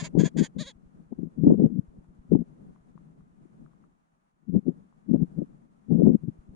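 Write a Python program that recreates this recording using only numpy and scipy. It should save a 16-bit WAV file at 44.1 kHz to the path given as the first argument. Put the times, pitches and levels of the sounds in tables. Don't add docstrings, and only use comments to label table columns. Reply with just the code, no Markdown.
import sys
import numpy as np
from scipy import signal
from scipy.fft import rfft, irfft
from scipy.io import wavfile
from scipy.ndimage import uniform_filter1d, minimum_filter1d

SR = 44100
rng = np.random.default_rng(int(sys.argv[2]) if len(sys.argv) > 2 else 0)


def transcribe(u):
    v = np.clip(np.atleast_2d(u).T, -1, 1)
    q = np.round(v * 32767).astype(np.int16)
    wavfile.write(sys.argv[1], SR, q)


N = 288855
TIME = np.arange(N) / SR
TREBLE_LIMIT_HZ = 10600


def gain_of(db):
    return 10 ** (np.asarray(db) / 20)


def unit_level(x):
    return x / np.sqrt(np.mean(x ** 2) + 1e-20)


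def curve_at(points, hz):
    row_hz, value = np.transpose(points)
    return np.interp(np.log(hz + 1), np.log(row_hz + 1), value)


def frequencies(x):
    return np.fft.rfftfreq(x.shape[-1], 1 / SR)


def wobble(size, hz):
    noise = rng.standard_normal(size)
    return unit_level(irfft(rfft(noise) / (1 + (frequencies(noise) / hz) ** 4), size))


def sides(pan_db):
    ratio = np.atleast_1d(gain_of(pan_db))
    return 2 * np.array([ratio, np.ones_like(ratio)]) / (1 + ratio)


def add(mix, start_s, sound):
    at = round(start_s * SR)
    sound = sound[:, max(-at, 0):]
    part = mix[:, max(at, 0):][:, :sound.shape[1]]
    part += sound[:, :part.shape[1]]


# time in seconds, level in dB.
THROB_LEVELS = [(0, -60), (0.8, -46), (1.3, -58), (1.9, -42), (2.15, -42), (2.5, -51), (3.2, -54),
                (3.7, -67), (5.9, -72), (6.3, -43), (6.55, -44)]

def electronic_throb(first_s=.042, period_s=.1024, uneven_db=2):
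    t = (TIME - first_s + period_s / 2) % period_s - period_s / 2
    bump = np.exp(-(t / .0015) ** 2 / 2)
    rebound = .5 * np.exp(-((t - .008) / .004) ** 2 / 2)
    level_db = np.interp(TIME, *np.transpose(THROB_LEVELS)) + uneven_db * wobble(N, 13)
    return (bump - rebound) * gain_of(level_db) * sides(3)


# frequency in Hz, likeness (1 same, -1 opposite).
AIR_LIKENESS = [(60, 0.88), (130, 0.36), (260, -0.18), (540, -0.49), (1100, -.7), (2400, -0.19),
                (5000, 0.031)]

def air_noise(tone):
    left, unrelated = rfft(rng.standard_normal((2, N)))
    hz = frequencies(TIME)
    likeness = np.clip(curve_at(AIR_LIKENESS, hz), -1, 1)
    right = likeness * left + np.sqrt(1 - likeness ** 2) * unrelated
    return unit_level(irfft(np.array([left, right]) * gain_of(curve_at(tone, hz)), N))


# frequency in Hz, relative level in dB.
RUMBLE_TONE = [(25, -14.5), (60, -19), (105, -23.5), (135, -5), (165, -0.5), (220, -4), (290, -11.5),
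               (390, -17.5), (520, -23.5), (900, -33), (1300, -61.5)]
HISS_TONE = [(300, -8.5), (700, 4), (1200, 2.5), (2000, -9.5), (3000, -17), (5000, -23.5), (6600, -19),
             (8200, -22.5), (10000, -21.5)]
# time in seconds, rumble level in dB.
BREEZE_LEVELS = [(0, -44), (0.5, -56.5), (0.8, -58), (1.2, -56), (2.1, -58), (2.6, -53), (3.3, -59.5),
                 (3.62, -53.5), (4.1, -73.5), (4.42, -78), (4.75, -55.5), (5.0, -60), (5.35, -50.5),
                 (5.8, -58.5), (6.3, -53.5), (6.55, -52.5)]

def breeze(lumpy_db=3, usual_rumble_db=-57, usual_hiss_db=-72, hiss_follows=0.28):
    strength_db = np.interp(TIME, *np.transpose(BREEZE_LEVELS))
    rumble = air_noise(RUMBLE_TONE) * gain_of(strength_db + lumpy_db * wobble(N, 8.2))
    hiss_db = usual_hiss_db + hiss_follows * (strength_db - usual_rumble_db)
    hiss = air_noise(HISS_TONE) * gain_of(hiss_db + 0.9 * wobble(N, 14))
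    return rumble * sides(5.1) + hiss * sides(0.99)


# start in seconds, level in dB before the boost, pitch in Hz, pan in dB.
STEM_TICKS = [(2.0448, -63, 890, -5), (2.7608, -58.5, 1040, 19), (2.9773, -50.5, 1060, 18),
              (3.085, -69, 1080, 0), (3.2072, -63, 1130, 2), (3.6619, -57.5, 1270, 25),
              (3.734, -63, 1110, 25), (3.8401, -59.5, 1220, 36.5), (4.9258, -61, 1030, 11.5)]

def stem_tick(level_db, hz, pan_db, rise_s=0.0007, boost_db=2):
    t = np.arange(600) / SR
    envelope = t / rise_s * np.exp(1 - t / rise_s)
    return gain_of(level_db + boost_db) * envelope * np.sin(2 * np.pi * hz * t) * sides(pan_db)


# time of reaching full strength in seconds, hold in seconds, level in dB,
# pan in dB, brightness (the share of higher sound) in dB.
GUST_EVENTS = [(0.024, 0.0041, -30.5, 35.5, -42), (0.155, 0.083, -23, 22, -10.5),
               (0.244, 0.02, -26.5, 23, -17.5), (0.354, 0.06, -30, 15, -13.5),
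               (0.383, 0.054, -27.5, 17, -12.5), (0.571, 0.039, -29.5, 20, -23),
               (1.127, 0.0017, -34.5, 34.5, -15), (1.189, 0.082, -36, 31.5, -25.5),
               (1.388, 0.052, -25.5, 28, -28), (1.459, 0.081, -16.5, 7.5, -5.5),
               (1.545, 0.046, -24, 22.5, -18.5), (1.6, 0.062, -19.5, 11, -10.5),
               (1.677, 0.12, -31.5, 21, -25.5), (2.319, 0.05, -19.5, 18.5, -9.5),
               (2.389, 0.033, -29, 18.5, -17.5), (2.956, .015, -48, 13, -20), (3.603, 0.022, -48, 16, -26),
               (4.496, 0.0066, -22.5, 35.5, -39), (4.54, 0.035, -18, 22, -23.5),
               (4.68, 0.011, -19, 25, -13), (5.092, .028, -25.5, 22, -20.5), (5.135, 0.03, -23.5, 19, -10),
               (5.174, 0.059, -28, 20, -22), (5.382, 0.045, -27.5, 21.5, -17.5),
               (5.874, .03, -41, 27.5, -40), (5.909, 0.1, -24, 24.5, -15.5),
               (6.032, 0.068, -18, 23.5, -13.5), (6.114, 0.042, -24, 17, -24),
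               (6.244, 0.0029, -27, 27.5, -40), (6.286, 0.0031, -25.5, 19.5, -35)]

def gust_curves(rise_db_per_s=1299.5, fall_db_per_s=1103, wake_db=-33, wake_db_per_s=231,
                wake_bright_db=-23.5):
    power, pan_sum, bright_sum = np.zeros((3, N)) + 1e-14
    for full_s, hold_s, level_db, pan_db, bright_db in GUST_EVENTS:
        before, after = np.maximum(full_s - TIME, 0), np.maximum(TIME - full_s - hold_s, 0)
        core_db = level_db - rise_db_per_s * before - fall_db_per_s * after
        core = gain_of(np.maximum(core_db, -200)) ** 2
        wake = gain_of(level_db + wake_db - wake_db_per_s * (before + after)) ** 2
        power += core + wake
        pan_sum += (core + wake) * pan_db
        bright_sum += core * bright_db + wake * wake_bright_db
    return 10 * np.log10(power), pan_sum / power, bright_sum / power


# frequency in Hz, relative level in dB.
GUST_TONE = [(15, -61), (25, -22.5), (103, -26), (143, -6), (165, 2.5), (261, -2.5), (363, -13),
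             (470, -18.5), (691, -35), (2000, -83.5), (2600, -109), (4400, -120)]

def gusts(usual_bright_db=-14, steadiness=0.56, centring=0.11, flutter_db=2.0, lumpy_db=4.0):
    level_db, pan_db, bright_db = gust_curves()
    level_db = level_db + lumpy_db * wobble(N, 40)
    swirls = air_noise(GUST_TONE)
    power = uniform_filter1d(uniform_filter1d(swirls ** 2, size=700), size=500)
    spectrum = rfft(unit_level(swirls / (power + 1e-9) ** (steadiness / 2)))
    octaves_up = np.clip(np.log2((frequencies(TIME) + 1) / 170), 0, 2)
    db_per_octave = np.clip(bright_db - usual_bright_db, -20, 6) / 2
    db_per_octave += flutter_db * wobble(N, 71)
    out = np.zeros((2, N))
    for octave in (0, 1, 2):
        band = irfft(spectrum * np.maximum(1 - abs(octaves_up - octave), 0), N)
        balance = sides(pan_db * (1 - centring * octave))
        out += band * gain_of(level_db + octave * db_per_octave) * balance
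    return out


# middle in seconds, relative level in dB,
# pitch in Hz, pan in dB.
WIND_SLAPS = [(0.181, -9.5, 260, 26), (0.237, -7.5, 340, 10.5), (0.391, -12, 280, 20),
              (0.411, -12.5, 270, 13), (1.234, -22, 290, 17), (1.468, -11.5, 300, 11),
              (1.523, -0.5, 320, 7.5), (1.623, -8.5, 330, 26), (1.792, -12.5, 150, 22),
              (2.321, -6, 340, 25.5), (2.352, -23.5, 695, 9.5), (2.356, -6, 230.4, 26),
              (3.456, -40.5, 280, 33), (4.555, -7, 190, 37), (4.684, -12, 303, 28), (5.137, -11.5, 240, 28),
              (5.216, -20, 230, 22.5), (5.419, -20.5, 420, 10), (5.997, -15.5, 380, 13),
              (6.021, -7.5, 430, 9), (6.075, -4.5, 300, 17), (6.104, -8, 280, 8)]

def wind_slaps(width_cycles=0.54, trim_db=-3, low_cut_hz=130):
    out, t = np.zeros((2, N)), np.arange(-700, 700) / SR
    for middle_s, level_db, hz, pan_db in WIND_SLAPS:
        envelope = np.exp(-(t * hz / width_cycles) ** 2 / 2)
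        swing = envelope * np.cos(2 * np.pi * (hz * t + rng.random()))
        push_pull = sides(pan_db) * [[1], [-1]]
        add(out, middle_s + t[0], gain_of(level_db + trim_db) * swing * push_pull)
    wind_filter = signal.butter(2, low_cut_hz, "highpass", fs=SR, output="sos")
    return signal.sosfilt(wind_filter, out)


def vocal_folds(hz, harsh, alternation=.75, limp=.15, jitter=.012, rasp=.13):
    cycles = np.cumsum(hz * (1 + jitter * harsh * wobble(len(hz), 260))) / SR
    cycles += limp * harsh * np.cos(np.pi * cycles - np.pi / 4)
    pulses = sum(np.cos(2 * np.pi * harmonic * cycles) * (harmonic * hz < TREBLE_LIMIT_HZ)
                 for harmonic in np.arange(1, TREBLE_LIMIT_HZ // 400))
    strong_weak = alternation * harsh * np.cos(np.pi * cycles)
    pulses *= 1 + strong_weak + .22 * harsh * wobble(len(hz), 300)
    puffs = (0.27 + np.exp(-(cycles % 1) / .3)) * rng.standard_normal(len(hz))
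    breath_db = curve_at([(1000, -5), (3500, -1), (7000, 5)], frequencies(hz))
    breath = irfft(rfft(unit_level(puffs)) * gain_of(breath_db), len(hz))
    return unit_level(pulses) + (.06 + rasp * harsh) * breath


# frequency in Hz, boost or cut in dB.
BARK_TONE = [(350, 5.5), (600, 9.5), (1000, 7), (1280, -2.5), (1750, 12), (2550, 1), (2880, -4),
             (3300, 2.5), (4100, -1.5), (4650, 1), (5600, -6), (6900, 11), (8000, -11), (9800, -12)]

def bark_colour(buzz, tilt_db_per_octave):
    hz = frequencies(buzz)
    tone_db = curve_at(BARK_TONE, hz) + tilt_db_per_octave * np.log2((hz + 100) / 3000)
    log_gain = np.log(gain_of(tone_db))
    phase = -signal.hilbert(np.r_[log_gain, log_gain[-2:0:-1]]).imag[:len(hz)]
    return irfft(rfft(buzz) * np.exp(log_gain + 1j * phase), len(buzz))


def mouth_ring(voice, hz, width_hz, lift_db):
    spin = np.exp(2j * np.pi * np.cumsum(hz) / SR)
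    decay = np.exp(-np.pi * width_hz / SR)
    band = 2 * (spin * signal.lfilter([1 - decay], [1, -decay], voice / spin)).real
    return (gain_of(lift_db) - 1) * band


# frequency in Hz, pan in dB.
BARK_SIDES = [(500, 12.5), (1050, -4), (1840, 3.5), (3250, -0.5), (5700, -5), (10000, -19)]

def grass_echo(voice, scatter=0.7, fade_s=0.0043):
    voice = np.pad(voice, (0, 1024))
    delay_s = np.arange(900) / SR
    blades = rng.standard_normal((2, len(delay_s))) * np.exp(-delay_s / fade_s)
    echo = signal.fftconvolve(voice[None], blades / np.linalg.norm(blades[0]), axes=1)[:, :len(voice)]
    balance = sides(curve_at(BARK_SIDES, frequencies(voice)))
    return irfft(rfft(voice + scatter * echo) * balance, len(voice))


FIRST_CREST, SECOND_CREST = .225, .715
SLACK_SAG, SLACK_DB, SLACK_HARSH = .21, -11.5, .35
CLOSE_S, CLOSE_SAG = .012, .1
ATTACK_S, RELEASE_S = 0.0082, 0.0095
# start and length in seconds, first and second push's pitch in Hz, their two
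# levels in dB, harshness from 0 to 1, the mouth's ring in Hz, its width in Hz, its lift in dB,
# treble tilt in dB per octave.
PRAIRIE_DOG_BARKS = [(-0.018, 0.1, 708.5, 668, -39, -39.5, .9, 3200, 390, 12, 0),
                     (0.182, 0.11, 671.5, 693, -40, -40, 1, 3540, 200, 11, -1),
                     (0.366, 0.11, 654.6, 628, -40.5, -42, 1, 3530, 130, 11, .5),
                     (0.581, 0.14, 622, 559, -40, -46, 0.1, 3960, 400, 17.5, 0)]

def bark(length_s, first_hz, second_hz, first_db, second_db, harshness,
         mouth_hz, width_hz, lift_db, tilt_db_per_octave):
    t = np.arange(0, length_s, 1 / SR)
    progress = (t / length_s - FIRST_CREST) / (SECOND_CREST - FIRST_CREST)
    slack = np.sin(np.pi * progress) ** 2
    to_second = np.sin(np.pi / 2 * np.clip(progress, 0, 1)) ** 2
    closing = 1 - CLOSE_SAG * np.exp((t - length_s) / CLOSE_S)
    hz = (first_hz + (second_hz - first_hz) * to_second) * (1 - SLACK_SAG * slack) * closing
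    effort_db = first_db + (second_db - first_db) * to_second + SLACK_DB * slack
    harsh = np.clip(harshness * (1 - (1 - SLACK_HARSH) * slack), 0, 1)
    voice = bark_colour(vocal_folds(hz, harsh), tilt_db_per_octave)
    opening = (hz / hz.max()) ** .38
    lower_ring = mouth_ring(voice, mouth_hz * opening, width_hz, lift_db)
    upper_ring = mouth_ring(voice, hz=4696 * opening, width_hz=130, lift_db=8.5)
    fade = np.minimum(t / ATTACK_S, 1) * np.minimum((length_s - t) / RELEASE_S, 1)
    return grass_echo(unit_level(voice + lower_ring + upper_ring) * gain_of(effort_db) * fade)


def scene():
    mix = gusts() + wind_slaps() + breeze() + electronic_throb()
    for start_s, *settings in PRAIRIE_DOG_BARKS:
        add(mix, start_s, bark(*settings))
    for start_s, *settings in STEM_TICKS:
        add(mix, start_s, stem_tick(*settings))
    return mix


def record(dry):
    safe_gain = np.minimum(.92 / (abs(dry).max(0) + 1e-9), 1)
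    held_gain = minimum_filter1d(safe_gain, size=801)
    smooth_gain = uniform_filter1d(uniform_filter1d(held_gain, size=401), size=401)
    treble_cut = signal.firwin(201, TREBLE_LIMIT_HZ, window=("kaiser", 8), fs=SR)
    return signal.oaconvolve(dry * smooth_gain, treble_cut[None], "same")


dry = scene()
out = record(dry)
transcribe(out)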